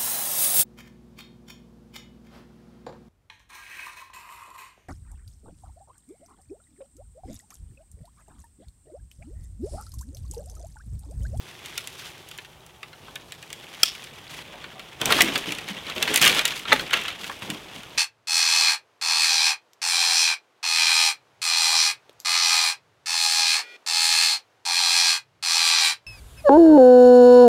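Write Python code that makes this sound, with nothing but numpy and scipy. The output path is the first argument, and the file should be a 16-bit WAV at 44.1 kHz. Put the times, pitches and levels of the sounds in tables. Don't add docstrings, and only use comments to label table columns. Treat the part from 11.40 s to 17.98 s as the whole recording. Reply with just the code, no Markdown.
import sys
import numpy as np
from scipy import signal
from scipy.fft import rfft, irfft, next_fast_len
from scipy.io import wavfile
from scipy.ndimage import map_coordinates

SR = 44100
rng = np.random.default_rng(int(sys.argv[2]) if len(sys.argv) > 2 else 0)


def int16_out(signal):
    q = np.round(np.clip(np.atleast_2d(signal).T, -1, 1) * 32767)
    wavfile.write(sys.argv[1], SR, q.astype(np.int16))


N = 290026

# (time [s], level before the losses by thickness [dB, rms over BLOW_S],
# thickness [0 = thinnest twig to 1 = stout limb])
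SNAPS = [(0.2594, -35, 0.27), (0.3781, -23.5, 0.3), (0.4734, -31.5, 0.19), (0.8885, -43, .05),
         (0.913, -37.5, 0.38), (0.9777, -41.5, 0.091), (0.986, -33.5, 0.55), (1.0481, -41.5, 0.51),
         (1.2638, -48, 0.033), (1.4305, -33.5, 0.59), (1.5307, -42, 0.63), (1.682, -39.5, 0.94),
         (1.756, -36.5, 0.21), (1.7587, -32.5, 0.56), (1.9216, -34, 0.32), (2.027, -38.5, 0.39),
         (2.103, -38.5, 0.38), (2.1288, -32, 0.23), (2.5509, -36.5, 0.46), (2.641, -39, 0.25),
         (2.9887, -37.5, 0.64), (3.2411, -34, 0.65), (3.395, -34.5, 0.51), (3.615, -20, 0.41),
         (3.6572, -18, 0.16), (3.7053, -17, 0.84), (3.723, -13, 0.45), (3.788, -18, 0.95),
         (3.8077, -9, 0.46), (3.8194, -13, 0.16), (3.9575, -18.5, 0.53), (3.978, -30, 0.071),
         (4.1214, -26, 0.36), (4.185, -29.5, 0.43), (4.2861, -30.5, 0.46), (4.499, -28.5, 0.5),
         (4.6265, -16, 0.33), (4.677, -21, 0.62), (4.7416, -19.5, .1), (4.7596, -13, 0.19),
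         (4.7747, -17, 0.26), (4.9836, -22.5, 0.53), (4.9925, -15.5, 0.45), (5.0536, -15, 0.27),
         (5.079, -25, 0.27), (5.1212, -30, 0.57), (5.254, -29.5, .76), (5.331, -25, 0.13),
         (5.3948, -24.5, 0.57), (5.5083, -26.5, 0.55), (5.5326, -14.5, 0.56), (5.539, -15.5, .53),
         (5.572, -25.5, 0.52), (5.6818, -24.5, 0.51), (5.8428, -30, 0.48), (5.896, -27.5, 0.96),
         (6.0214, -32, 0.61), (6.1019, -26, 0.34), (6.4333, -38, 0.48)]
# (frequency [Hz], level [dB per Hz])
TWIGS = [(200, -54.5), (600, -7.5), (1100, -2.5), (1900, -1.5), (2700, 0), (3400, 2), (4300, -13),
         (6000, -13), (12000, -32.5)]
# (frequency [Hz], level [dB per Hz])
LEAVES = [(1500, -46), (3500, 4.5), (5200, 2.5), (7500, -2.5), (11000, -5), (16000, -12)]
# (frequency [Hz], level [dB per Hz])
CRACK = [(100, -52), (700, -72), (2500, -21.5), (4500, -1.5), (5600, -1.5), (7000, -2.5), (11000, -8),
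         (16000, -14)]
BLOW_S = .005
DRAG_START_S = 3.6


def amp(db):
    return 10 ** (np.asarray(db) / 20)


def unit(x):
    return x / np.sqrt(np.mean(x ** 2) + 1e-20)


def blow(x):
    return x * np.sqrt(BLOW_S * SR / (np.sum(x ** 2) + 1e-20))


def fade(t, t60):
    return np.exp(-np.log(1000) * t / np.maximum(t60, 1 / SR))


def along(points, hz):
    f, v = np.transpose(points)
    return np.interp(np.log(hz + 1), np.log(f + 1), v)


def wobble(rate):
    knots = rng.standard_normal(int(N * rate / SR) + 4)
    return map_coordinates(knots, [np.arange(N) * rate / SR])


def colour(x, spectrum, size=8192):
    gain = amp(along(spectrum, np.fft.rfftfreq(size, 1 / SR)))
    cepstrum = irfft(np.log(gain))
    cepstrum[1:size // 2] *= 2
    cepstrum[size // 2 + 1:] = 0
    response = irfft(np.exp(rfft(cepstrum)))
    return signal.fftconvolve(x, response)[:len(x)]


def add(track, s, sound):
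    part = track[round(s * SR):][:len(sound)]
    part += sound[:len(part)]


def grains(rate, spread_db, hiss):
    size = amp(spread_db * np.minimum(rng.standard_normal(N), 2)) * rng.choice([-1, 1], N)
    contacts = unit(size * (rng.random(N) < rate / SR))
    return unit(contacts + hiss * rng.standard_normal(N))


def stick(t, centre_hz, spread, t60, count=12):
    place = (np.arange(count) + rng.random(count)) / count * 2 - 1
    hz = centre_hz * np.exp(spread * place)
    size = rng.standard_normal(count) * np.cos(place * np.pi / 2)
    rise = 1 - np.exp(-2 * t * centre_hz)
    modes = size @ np.sin(2 * np.pi * hz[:, None] * t)
    return blow(modes * rise * fade(t, t60))


def air():
    # (frequency [Hz], level [dB per Hz])
    rumble_spectrum = [(15, -41), (30, -37), (50, 2), (90, 2.5), (150, 5), (260, -22), (420, -14),
                       (800, -3.5), (1500, -14.5), (3000, -25.5), (6000, -21), (16000, -26.5)]
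    # (frequency [Hz], level [dB per Hz])
    drone_spectrum = [(250, -42), (345, -9), (372, -3), (400, -10), (520, -47)]
    rumble = amp(-54.0) * unit(colour(rng.standard_normal(N), rumble_spectrum))
    drone_gain = amp(-57.5 - 6 * np.arange(N) / SR)
    return rumble + drone_gain * unit(colour(rng.standard_normal(N), drone_spectrum))


def woodland(x, size=128):
    # (frequency [Hz], scattered share [dB])
    trunk_share = [(100, -8), (700, -18), (3000, -10.5), (6000, -14), (16000, -11.5)]
    # (frequency [Hz], t60 [s])
    tail_t60 = [(150, 1), (1000, 0.22), (3500, 0.4), (8000, 0.2), (16000, 0.13)]
    hz, t, z = signal.stft(x, SR, nperseg=size)
    lag = t[t < .5]
    near_group = 3 * np.exp(-((lag - .03) / .005) ** 2)
    farther_group = 2.2 * np.exp(-((lag - .064) / .012) ** 2)
    onset = 1 - np.exp(-lag / 0.00092)
    decay = fade(lag, along(tail_t60, hz)[:, None]) ** 2
    tail = decay * (1 + near_group + farther_group) * onset
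    tail = tail / tail.sum(1, keepdims=True)
    power = np.abs(signal.fftconvolve(np.abs(z) ** 2, tail, axes=1))[:, :len(t)]
    noise = signal.stft(grains(rate=2100, spread_db=8.5, hiss=0.41), SR, nperseg=size)[2]
    wet = noise / np.std(noise) * np.sqrt(power) * amp(along(trunk_share, hz))[:, None]
    return signal.istft(wet, SR, nperseg=size)[1][:N]


def rustle_levels():
    # (time [s], ground litter level [dB], twigs level [dB], leaves level [dB])
    stirring = [(0.0, -54, -50.5, -56), (0.23, -50, -45, -53), (0.45, -51.5, -46, -51.5),
                (0.89, -54, -51, -58), (1.07, -57, -56.5, -61), (1.24, -57, -55.5, -72),
                (1.48, -58, -58.5, -63), (1.64, -50, -54, -62), (1.98, -52, -53.5, -60),
                (2.32, -49, -45, -54), (2.51, -52, -44.5, -48), (2.7, -50, -47.5, -57),
                (3.17, -47, -47, -61.5), (3.55, -48.5, -48.5, -61)]
    # litter, twigs, leaves [dB]
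    stir_gain_db = [1.5, 1.13, 1.7]
    # (start [s], hold [s], twigs level [dB],
    # leaves level [dB over twigs], litter level [dB over twigs])
    tugs = [(0.577, 0.087, -45, -4.5, -18), (2.224, .04, -53, -15, -8), (2.889, .09, -42, -5.5, -16),
            (3.606, .025, -37, -10, 9.5), (3.653, 0.034, -27.5, -13, 2), (3.698, .11, -24, -6, -1.5),
            (3.863, 0.059, -28.5, -13, -1), (3.939, 0.022, -30, -5, 0), (4.003, 0.017, -33.5, -21, -7),
            (4.044, .095, -33, -9, -8), (4.277, 0.034, -35, -11, -9.5), (4.355, 0.012, -35, -29, -8),
            (4.456, 0.062, -36.5, -18, -2.5), (4.554, 0.15, -33, -10, -0.5),
            (4.67, 0.12, -25.5, -11.5, -10.5), (4.808, 0.053, -19.5, -4, -9), (4.884, 0.1, -24, -8.5, -4.5),
            (5.048, 0.074, -31.5, -12, -10), (5.143, 0.062, -38.5, -3.5, -8), (5.272, .05, -27, -23, -5.5),
            (5.336, 0.095, -39.5, -4.5, 4), (5.438, 0.08, -37.5, -16, -16), (5.535, 0.071, -29, -18, -7.5),
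            (5.635, 0.07, -32.5, -17.5, -11), (5.786, 0.13, -40.5, -4, -2), (6.016, 0.14, -42, -6.5, 3.5),
            (6.339, 0.046, -44.5, -6, -3)]
    attack_s, release_s = .01, 0.25
    drag_start_db, drag_fade_db_per_s = [-42.5, -41, -51], 3
    t = np.arange(N) / SR
    times, *stir_db = np.transpose(stirring)
    drag = amp(-drag_fade_db_per_s * (t - DRAG_START_S)) * (t > DRAG_START_S)
    powers = []
    for db, gain_db, drag_db in zip(stir_db, stir_gain_db, drag_start_db):
        stir = amp(np.interp(t, times, db) + gain_db)
        powers.append(stir ** 2 + (amp(drag_db) * drag) ** 2)
    age = t[:SR // 2]
    for s, hold, twig_db, leaf_db, litter_db in tugs:
        shape = np.minimum(age / attack_s, 1) * fade(np.maximum(age - hold, 0), release_s)
        for power, over_db in zip(powers, (litter_db, 0, leaf_db)):
            add(power, s, (amp(twig_db + over_db) * shape) ** 2)
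    return 10 * np.log10(powers)


def brush(litter_db, twig_db, leaf_db):
    # (frequency [Hz], level [dB per Hz])
    tread_spectrum = [(20, -33), (55, -15.5), (110, -7), (160, -2), (270, -2.5), (420, -2), (750, -6.5),
                      (1200, -9.5), (3000, -68.5)]
    catch_db = 2.2 * wobble(70)
    tread = unit(colour(grains(rate=500, spread_db=1.0, hiss=0.6), tread_spectrum))
    twigs = unit(colour(grains(rate=900, spread_db=3.0, hiss=1.0), TWIGS))
    leaves = unit(colour(grains(rate=820, spread_db=-1.5, hiss=0.8), LEAVES))
    tread *= amp(litter_db - 4.5 + 0.88 * wobble(45))
    twigs *= amp(twig_db - 3 + catch_db)
    leaves *= amp(leaf_db - 1.5 + catch_db)
    return tread + twigs + leaves


def crackle(twig_db, leaf_db, count=600):
    track, t = np.zeros(N), np.arange(SR // 45) / SR
    chance = np.clip(rng.standard_normal((count, 3)), -2, 1.6)
    for s, (size, thin, bright) in zip(rng.random(count) * N / SR, chance):
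        ring = stick(t, centre_hz=2750 * np.exp(.13 * thin), spread=.52, t60=.026, count=11)
        click = rng.standard_normal(len(t)) * (fade(t, .003) + fade(t, .016) / 5)
        click = blow(colour(click, LEAVES, size=512))
        now = int(s * SR)
        ring_db = twig_db[now] - 4 + 3.5 * size
        click_db = leaf_db[now] - 4.5 + 3 * size + 2 * thin + 2.5 * bright
        add(track, s, amp(ring_db) * ring + amp(click_db) * click)
    return track


def thumps():
    # (time [s], level [dB], centre pitch [Hz])
    thuds = [(3.13, -36, 948), (3.35, -40, 797), (3.712, -19.5, 702), (3.826, -19, 329.3),
             (3.876, -25, 275.7), (3.965, -30.5, 309), (4.074, -26, 233.8), (4.29, -28, 207),
             (4.56, -26.5, 350.6), (4.691, -21.5, 329.4), (5.286, -30, 166), (6.02, -33.5, 163),
             (6.092, -25.5, 248.4)]
    track, t = np.zeros(N), np.arange(SR // 3) / SR
    for s, db, hz in thuds:
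        thud = stick(t, centre_hz=hz, spread=0.79, t60=0.25) * (1 - np.exp(-t / 0.0056))
        add(track, s, amp(db) * blow(thud))
    return track


def strain():
    crunch_db, growth = -3.5, 0.47
    rise_s = 0.036
    track, t = np.zeros(N), np.arange(SR // 40) / SR
    for s, db, thickness in SNAPS:
        fibres = rng.standard_normal(len(t)) ** 3 * fade(t, rise_s)[::-1]
        crunch = blow(colour(fibres, TWIGS, size=512))
        add(track, s - t[-1], amp(db + crunch_db + growth * db) * crunch)
    return track


def tear(count=8):
    start_s, gap_s, start_db, swell_db, mean_thickness = 4.8134, .0092, -16, 3, 0.39
    late, thicker = rng.uniform(-1, 1, (count, 2)).T
    times = start_s + gap_s * (np.arange(count) + .25 * late)
    db = start_db + swell_db * np.linspace(0, 1, count)
    return list(zip(times, db, mean_thickness + 0.15 * thicker))


def twiglets(twig_db, count=36):
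    weakest_db, range_db, thickest = -9.5, 8, 0.6
    when, size, thin = rng.random((count, 3)).T
    times = DRAG_START_S + when * (N / SR - DRAG_START_S)
    db = twig_db[(times * SR).astype(int)] + weakest_db + range_db * size ** 2
    return list(zip(times, db, thickest * thin))


def snaps(twig_db):
    thin_loss_db, thick_loss_db = 19, 38.5
    ring_loss_db = 10
    pitch_octaves, usual_thickness = 0.97, 0.412
    thin_t60_s, thick_t60_s = 0.033, 0.043
    wood, cracks, t = np.zeros(N), np.zeros(N), np.arange(SR // 20) / SR
    for s, db, thickness in [*tear(), *twiglets(twig_db), *SNAPS]:
        knock_db = db - thin_loss_db * (1 - thickness) ** 2
        ring_db = db - ring_loss_db * (2 * thickness - 1) ** 2
        crack_db = db - thick_loss_db * thickness ** 2
        t60 = thin_t60_s + (thick_t60_s - thin_t60_s) * thickness
        shift = 2 ** (pitch_octaves * (usual_thickness - thickness))
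        knock = stick(t, centre_hz=1750 * shift, spread=0.56, t60=t60 * 1.6)
        knock += amp(-13) * stick(t, centre_hz=563.0, spread=0.655, t60=t60 * 2.2)
        ring = stick(t, centre_hz=2897, spread=.56, t60=t60 * 1.15, count=28)
        add(wood, s, amp(knock_db) * knock + amp(ring_db) * ring)
        fibres = rng.standard_normal(len(t)) * (fade(t, t60 * .2) + fade(t, t60 * 1.2) / 4)
        shifted_crack = np.array(CRACK) * [shift, 1]
        add(cracks, s, amp(crack_db) * blow(colour(fibres, shifted_crack, size=512)))
    return wood + cracks


def strike(blows, modes, bark_db, splinter_db, splinter_t60):
    mode_scatter_db = 3
    track, t = np.zeros(N), np.arange(SR // 4) / SR
    hz, db, t60 = np.transpose(modes)
    for s, blow_db, soft in blows:
        size = amp(db + rng.normal(0, mode_scatter_db, len(hz)))
        size /= np.hypot(1, 2 * np.pi * hz * soft)
        phase = 2 * np.pi * (hz[:, None] * t + rng.random((len(hz), 1)))
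        rise = 1 - np.exp(-2 * hz[:, None] * t)
        ring = blow(size @ (np.sin(phase) * rise * fade(t, t60[:, None])))
        bark = blow(colour(rng.standard_normal(len(t)) * fade(t, 0.016), TWIGS))
        splinters = blow(colour(rng.standard_normal(len(t)) * fade(t, splinter_t60), CRACK))
        add(track, s, amp(blow_db) * (ring + amp(bark_db) * bark + amp(splinter_db) * splinters))
    return track


def fracture():
    # (time [s], level of the ring [dB], contact softness [s])
    stages = [(2.4311, -24, .00001), (2.4321, -16.5, 0.000023), (2.4328, -9, .00001),
              (2.4358, -19, 0.000059), (2.4473, -37, .00002)]
    # (frequency [Hz], level [dB], t60 [s])
    dry_stick = [(327, -36, 0.023), (585, -27.5, 0.036), (1300, -10.5, 0.024), (1740, -12, 0.031),
                 (2470, -4.5, 0.026), (2740, -13.5, 0.028), (3250, -5, 0.032), (4680, 1, 0.008),
                 (5150, 8.5, 0.0063), (5570, 4, 0.0067), (6700, -18, 0.014), (8300, -15, 0.011)]
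    return strike(stages, dry_stick, bark_db=-13, splinter_db=-4.0, splinter_t60=0.012)


def landing():
    # (time [s], level of the ring [dB], contact softness [s])
    contacts = [(5.3195, -14.5, .00003), (5.3233, -9, 0.000021), (5.3281, -8.5, 0.00024),
                (5.337, -22, 0.001)]
    # (frequency [Hz], level [dB], t60 [s])
    branch = [(258.7, -25.5, 0.13), (410, -15, 0.052), (574, -6.5, 0.023), (860, -8, 0.06),
              (1290, 0, 0.028), (1560, -10, 0.021), (1790, -4.5, 0.052), (2000, 4.5, 0.019),
              (2270, -10, 0.02), (2500, 4, 0.0078), (2800, -15, 0.051), (3523, -0.5, 0.04),
              (4030, 6, 0.0055)]
    return strike(contacts, branch, bark_db=-14.5, splinter_db=-22, splinter_t60=0.12)


def scene():
    litter_db, twig_db, leaf_db = rustle_levels()
    rustle = brush(litter_db, twig_db, leaf_db) + crackle(twig_db, leaf_db)
    hits = strain() + snaps(twig_db) + fracture() + landing()
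    scattered = woodland(hits + amp(-2.5) * rustle)
    return (air() + scattered + rustle + thumps() + hits)[None]


def record(dry):
    top_hz = 15950
    clipped = np.clip(dry, -1, 1)
    size = next_fast_len(N + SR // 2)
    low_pass = 1 / (1 + (np.fft.rfftfreq(size, 1 / SR) / top_hz) ** 150)
    return irfft(rfft(clipped, size) * low_pass, size)[..., :N]


dry = scene()
out = record(dry)
int16_out(out)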